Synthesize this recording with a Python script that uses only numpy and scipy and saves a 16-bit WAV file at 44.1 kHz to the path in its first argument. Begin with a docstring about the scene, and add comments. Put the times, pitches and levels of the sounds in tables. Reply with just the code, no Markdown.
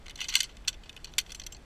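"""Hand-held steel hardware under impact

Steel carabiners and a pulley trolley knock together in the hands, outdoors among trees, close to a microphone.
Each knock is a dying burst of random micro-contacts exciting damped sine modes and a crack of coloured noise.
A loose carabiner rings free three times as decaying sines; faint random ticks rattle through the same modes.
Behind lie two shaped noises: a lumpy breeze on the microphone and the steady hush of leaves."""
import sys
import numpy as np
from scipy import signal
from scipy.fft import rfft, irfft, next_fast_len
from scipy.io import wavfile
from scipy.ndimage import uniform_filter1d, map_coordinates

SR = 44100
rng = np.random.default_rng(int(sys.argv[2]) if len(sys.argv) > 2 else 0)


def unload_audio(sound):
    """Save the sound as a 16-bit wav file, at the path given as the first command line argument."""
    columns = np.transpose(np.atleast_2d(sound))
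    # keep every value between -1 and 1, then stretch to whole-number steps
    steps = np.round(np.clip(columns, -1, 1) * 32767)
    wavfile.write(sys.argv[1], SR, steps.astype(np.int16))


N = 72765

# Impacts: start_s, level_db (relative), chatter_t60_s, trolley_over_carabiners_db, tilt_db_per_octave
KNOCKS = [(0.0587, -36.5, 0.017, -9, -11), (0.0637, -30.5, 0.017, 4, -6),
          (0.0813, -29, 0.018, -17.5, -14.5), (0.0956, -31.5, 0.018, -1, -3), (0.0995, -34, 0.031, 1, -6),
          (0.1077, -33.5, 0.024, -5, -5), (0.1565, -30, 0.024, -6, -2.5), (0.1753, -36, 0.041, -4, -5),
          (0.1862, -34.5, 0.031, 7.5, -4), (0.19, -28, 0.025, -9, -14.5), (0.1971, -31, 0.028, 11, -5),
          (0.2047, -20, 0.019, -4, -4), (0.2127, -20.5, 0.054, -1.5, -4.5), (0.2154, -18, 0.0067, 34, -8.5),
          (0.2235, -25.5, 0.079, -6, -9), (0.2421, -24, 0.028, -1, -4), (0.252, -30, 0.034, 25, -5),
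          (0.2841, -20, 0.067, -30, -14.5), (0.2892, -23, 0.045, 35, 0.5),
          (0.3001, -26.5, 0.14, -17.5, -13), (0.3151, -33, 0.027, 25, -5), (0.3241, -23, 0.075, -7.5, -8.5),
          (0.3389, -17.5, 0.043, -5, -6), (0.3534, -2.5, 0.018, -2.5, -2.5),
          (0.3628, -14.5, 0.044, -17.5, -10.5), (0.3767, -26.5, 0.07, -3, 4), (0.387, -25.5, 0.082, -3, -3),
          (0.4038, -9, 0.023, -5.5, -1.5), (0.4201, -25.5, 0.027, -9, -5.5),
          (0.4303, -20.5, 0.022, 7.5, 4.5), (0.4396, -24.5, 0.051, -14, -7.5),
          (0.4914, -37.5, 0.11, -9.5, -12.5), (0.5686, -37, 0.011, -2, -4.5), (0.649, -40, 0.011, 23, -2),
          (0.6759, -15.5, 0.057, -5.5, -7), (0.6799, -10.5, 0.029, -5, -1.5), (0.6842, -20.5, 0.021, 4, -3),
          (0.689, -24.5, 0.016, -9, 3), (0.6934, -40.5, 0.11, 8, 2), (0.7277, -36, 0.037, -19, -14),
          (0.74, -38.5, 0.033, 0, -7), (0.8346, -36.5, 0.043, -5, -10), (0.857, -39.5, 0.088, -8, -14),
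          (0.8936, -27.5, 0.022, 1.5, -5.5), (0.9278, -41.5, 0.011, -5, -5), (0.9642, -30, 0.021, 4, -5.5),
          (0.9751, -32.5, 0.014, -15, -19), (1.044, -24.5, 0.021, -7, -4), (1.0549, -32.5, 0.01, -10, -11),
          (1.0708, -36.5, 0.1, -26, -21), (1.1374, -33, 0.0074, 0, -7.5), (1.182, -8, 0.03, -4.5, -0.5),
          (1.186, -16, 0.02, -2, 3), (1.1944, -22, 0.022, -11, -6), (1.2002, -25, 0.03, 1, 1),
          (1.2117, -35.5, 0.038, 7, 4), (1.263, -36, 0.024, -2, -4.5), (1.2938, -35, 0.017, 0, -3.5),
          (1.3034, -32.5, 0.031, 0, -2), (1.3193, -26.5, 0.024, -6, -2), (1.347, -26.5, 0.018, -7.5, -2),
          (1.3556, -36.5, 0.022, -14, 2), (1.3969, -25, 0.032, -1.5, -3.5), (1.4166, -31, 0.015, -13, -9.5),
          (1.4364, -34.5, 0.02, -22, -8), (1.4646, -25, 0.025, 1, 2), (1.5218, -31.5, 0.034, -3, 0),
          (1.5468, -33.5, 0.033, -25, -14.5), (1.5663, -42, 0.025, -3, -2)]
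# Modes of the trolley: pitch_hz, early_db, middle_db, late_db
TROLLEY_MODES = [(830, -18.5, -26, -15), (1091, -15, -17, -9.5), (1508, -10.5, -10.5, -5.5),
                 (2066, -3, -13, -3), (2556, -4, -1, -2), (2840, -14.5, -3.5, -5), (2999, 1.5, -1.5, -22.5),
                 (3195, -6, -5.5, 1), (3510, -1, 2.5, -1.5)]
# Modes of the carabiners: pitch_hz, early_db, middle_db, late_db
CARABINER_MODES = [(4060, -8, -2, -34.5), (4160, 2, -8.5, 1.5), (4380, -6, -5, 3.5), (4500, -2.5, 3.5, 3),
                   (4710, -2.5, -27, -9), (5590, -3.5, 4, -1), (5966, -3.5, 2.5, 7), (6048, 3.5, 6, 7),
                   (6400, -6, -14, -7), (6904, -2.5, 2.5, -0.5), (7530, -4, 1, -8), (7620, -2.5, 2, 0.5),
                   (7960, 0, 3, -5.5), (9140, -1, -3, 0.5)]
# Spectrum of the contact noise: frequency_hz, level_db (relative, per Hz)
CRACK_SPECTRUM = [(500, -56), (800, -49), (1800, -41), (2300, -26), (3100, 9), (3800, -29), (4350, -34),
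                  (5050, -30), (5950, -3), (8000, -13), (8450, -20), (9200, -12), (11300, -9.5),
                  (13000, -8.5), (16000, -17)]
# Free ringing: start_s, level_db, upper_modes_db, time_until_damped_s
FREE_RINGS = [(0.352, -29, -15, 0.014), (1.347, -55.5, 0, 0.045), (1.52, -44.5, -32.5, 0.024)]
# Modes of the loose carabiner: pitch_hz, level_db, t60_s
LOOSE_MODES = [(7507, 0, .25), (9440, 0, .09), (12750, -12, .07)]
# Course of the rattling: time_s, level_db
RATTLE_LEVELS = [(0.0, -68), (0.136, -72), (0.26, -54), (0.67, -71), (1.368, -61.5), (1.506, -70),
                 (1.65, -68.5)]
# Spectrum of the leaves: frequency_hz, level_db (relative, per Hz)
HUSH_SPECTRUM = [(59, -10.5), (100, -3.5), (818, -17), (1100, -19.5), (1550, -19.5), (2220, -22),
                 (5650, -32.5), (13800, -47), (16000, -70)]
# Spectrum of the breeze: frequency_hz, level_db (relative, per Hz)
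BREEZE_SPECTRUM = [(8.8, -1), (15, 12), (47, 8.5), (76, 0), (130, -32.5), (170, -26), (290, -120)]
# Times at which the knocks change colour: time_s
COLOUR_CHANGES_S = [.6, 1.1]

# Contacts: rise of the chatter, its lead on the listed start, mean excess of a contact
ATTACK_S, LEAD_S, SPIKY_DB = 0.00088, 0.0005, 2.5
FIRM_TAP = 4.33  # size of one firm early contact against the chatter
LEVEL_OFFSET_DB = -10.0  # from a listed knock level to its loudest 3 ms RMS

# Modes: decay times well below DAMP_HZ, above which they shorten quickly; rise after a tap
TROLLEY_T60_S, CARABINER_T60_S, DAMP_HZ, SWELL_S = 0.023, 0.013, 6500, 0.00036
MODE_SCATTER_DB, DETUNE = 1.8, 0.006  # standard deviations per response; detuning is a share of pitch
EVENNESS = 0.9  # how evenly the contacts feed the modes, 0-1
TILT_PIVOT_HZ = 4000  # the tilt leaves this frequency unchanged
CRACK_DB, CRACK_T60_S = -4, 0.0098  # initial level against the modes; decay

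TICKS_PER_S, TICK_SPREAD_DB = 1500, 2  # mean rate in each of three colours; mean excess of a tick
HUSH_DB, BREEZE_DB, GUST_DB, GUSTS_PER_S = -56, -50.5, 2.5, 8.46  # gusts: depth, rate of random points
THIN_HZ = 2053  # small parts radiate little below this
ROLL_HZ, TOP_HZ = 14900, 16600  # the microphone fades above the first; nothing passes from the second


def amp(db):
    """Level and amplitude are related logarithmically: 20 dB is a factor of ten."""
    return 10 ** (np.asarray(db) / 20)


def unit(x):
    """Division by the root mean square normalises a signal to unit power."""
    return x / np.sqrt(np.mean(x ** 2) + 1e-20)


def coloured(x, points):
    """Spectral shaping: levels in dB, interpolated over log frequency, weight the spectrum of x."""
    f, db = np.transpose(points)
    m = next_fast_len(len(x) + 8192)
    hz = np.fft.rfftfreq(m, 1 / SR)
    gain = amp(np.interp(np.log(hz + 1), np.log(f + 1), db))
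    return irfft(rfft(x, m) * gain, m)[:len(x)]


def fade(t, t60):
    """Exponential decay: the level falls 60 dB in t60 seconds."""
    return amp(-60 * t / max(t60, 0.001))


def tilt(hz, tilt_db):
    """Spectral tilt: the level changes by a fixed number of dB per octave."""
    return tilt_db * np.log2(hz / TILT_PIVOT_HZ)


def knocks():
    """Chattering impact: a burst of random micro-contacts excites the metal and dies away."""
    out, t = np.zeros(N + SR), np.arange(SR // 10) / SR
    for start, level_db, chatter_t60, trolley_db, tilt_db in KNOCKS:
        contacts = rng.standard_normal(len(t)) * amp(SPIKY_DB * rng.exponential(size=len(t)))
        taps = contacts * fade(t, chatter_t60) * (1 - np.exp(-t / ATTACK_S))
        taps[round(ATTACK_S * SR)] = FIRM_TAP
        colour = np.searchsorted(COLOUR_CHANGES_S, start)
        sound = metal_response(taps, colour, trolley_db, tilt_db)
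        loudest = np.sqrt(np.abs(uniform_filter1d(sound ** 2, size=132)).max())  # 3 ms RMS
        first = round((start - LEAD_S) * SR)
        out[first:][:len(sound)] += amp(level_db + LEVEL_OFFSET_DB) * sound / loudest
    return out[:N]


def metal_response(taps, colour, trolley_db, tilt_db):
    """Linear superposition: the response to many taps is their convolution with that to one."""
    t = np.arange(SR // 10) / SR
    modes = damped_modes(t, colour, trolley_db, tilt_db)
    # Offset the unequal energy that the taps supply to the modes
    mode_power = np.abs(rfft(modes)) ** 2
    tap_power = np.abs(rfft(taps[:len(t)])) ** 2 + 1e-20
    energy_share = mode_power @ tap_power / mode_power.sum(axis=1) / tap_power.mean()
    ringing = energy_share ** (-EVENNESS / 2) @ modes
    ringing /= np.sqrt(np.mean(ringing[:SR // 500] ** 2))  # unit RMS over the first 2 ms
    return signal.fftconvolve(taps, ringing + amp(CRACK_DB) * crack(t, tilt_db))


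def damped_modes(t, colour, trolley_db, tilt_db):
    """Modal superposition: a struck body answers as damped sines, here one row per mode."""
    modes = [(hz, db[colour] + trolley_db / 2, TROLLEY_T60_S) for hz, *db in TROLLEY_MODES]
    modes += [(hz, db[colour] - trolley_db / 2, CARABINER_T60_S) for hz, *db in CARABINER_MODES]
    chance = rng.standard_normal((3, len(modes)))
    rows = []
    for (hz, db, low_t60), scatter, detune, phase in zip(modes, *chance):  # phase in cycles
        level = amp(db + tilt(hz, tilt_db) + MODE_SCATTER_DB * scatter)
        decay = fade(t, low_t60 / (1 + (hz / DAMP_HZ) ** 2))
        rows.append(level * decay * np.sin(2 * np.pi * (hz * (1 + DETUNE * detune) * t + phase)))
    return (1 - np.exp(-t / SWELL_S)) * np.array(rows)


def crack(t, tilt_db):
    """Broadband contact noise: shaped random pressure decays exponentially after a tap."""
    spectrum = [(hz, db + tilt(hz, tilt_db)) for hz, db in CRACK_SPECTRUM]
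    return unit(coloured(rng.standard_normal(len(t)), spectrum)) * fade(t, CRACK_T60_S)


def free_ring():
    """Damping by contact: a loose carabiner rings slowly away until added loss hastens its decay."""
    out, t = np.zeros(N + SR), np.arange(SR // 5) / SR
    for start, level_db, upper_db, damped_at in FREE_RINGS:
        tone = np.zeros(len(t))
        for k, (hz, mode_db, t60) in enumerate(LOOSE_MODES):
            level = amp(mode_db + upper_db * (k > 0))
            tone += level * fade(t, t60) * np.sin(2 * np.pi * hz * t)
        damping = fade(np.maximum(t - damped_at, 0), 0.041)
        rise = 1 - np.exp(-t / 0.0019)
        out[round(start * SR):][:len(t)] += amp(level_db) * tone * damping * rise
    return out[:N]


def rattle():
    """Random excitation: tiny independent ticks drive the modes in all three knock colours together."""
    total = np.zeros(N)
    for colour in range(3):
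        struck = rng.random(N) < TICKS_PER_S / SR
        sizes = rng.standard_normal(N) * amp(TICK_SPREAD_DB * rng.exponential(size=N))
        total += metal_response(struck * sizes, colour, 0, 0)[:N]
    time_s, level_db = np.transpose(RATTLE_LEVELS)
    return unit(total) * amp(np.interp(np.arange(N) / SR, time_s, level_db))


def breeze():
    """Wind noise: low-frequency random pressure on the microphone, modulated by slow random gusts."""
    points = rng.standard_normal(int(N * GUSTS_PER_S / SR) + 4)
    gust = map_coordinates(points, [np.arange(N) * GUSTS_PER_S / SR])
    noise = coloured(rng.standard_normal(N), BREEZE_SPECTRUM)
    return amp(BREEZE_DB) * unit(amp(GUST_DB * gust) * noise)


def leaf_hush():
    """Stationary noise: the hush of leaves is a steady random sound with a falling spectrum."""
    return amp(HUSH_DB) * unit(coloured(rng.standard_normal(N), HUSH_SPECTRUM))


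def scene():
    """Superposition of sources: the metal, weak in low-frequency radiation, adds to the air noise."""
    radiation = signal.butter(2, THIN_HZ, "high", fs=SR, output="sos")
    metal = signal.sosfilt(radiation, knocks() + free_ring() + rattle())
    return (metal + breeze() + leaf_hush())[None]


def record(dry):
    """Band limitation: the microphone's response fades at the top, then ends at a sharp cutoff."""
    m = next_fast_len(N + 8192)
    hz = np.fft.rfftfreq(m, 1 / SR)
    response = (hz < TOP_HZ) / (1 + (hz / ROLL_HZ) ** 30)
    return irfft(rfft(dry, m) * response, m)[:, :N]


dry = scene()
out = record(dry)
unload_audio(out)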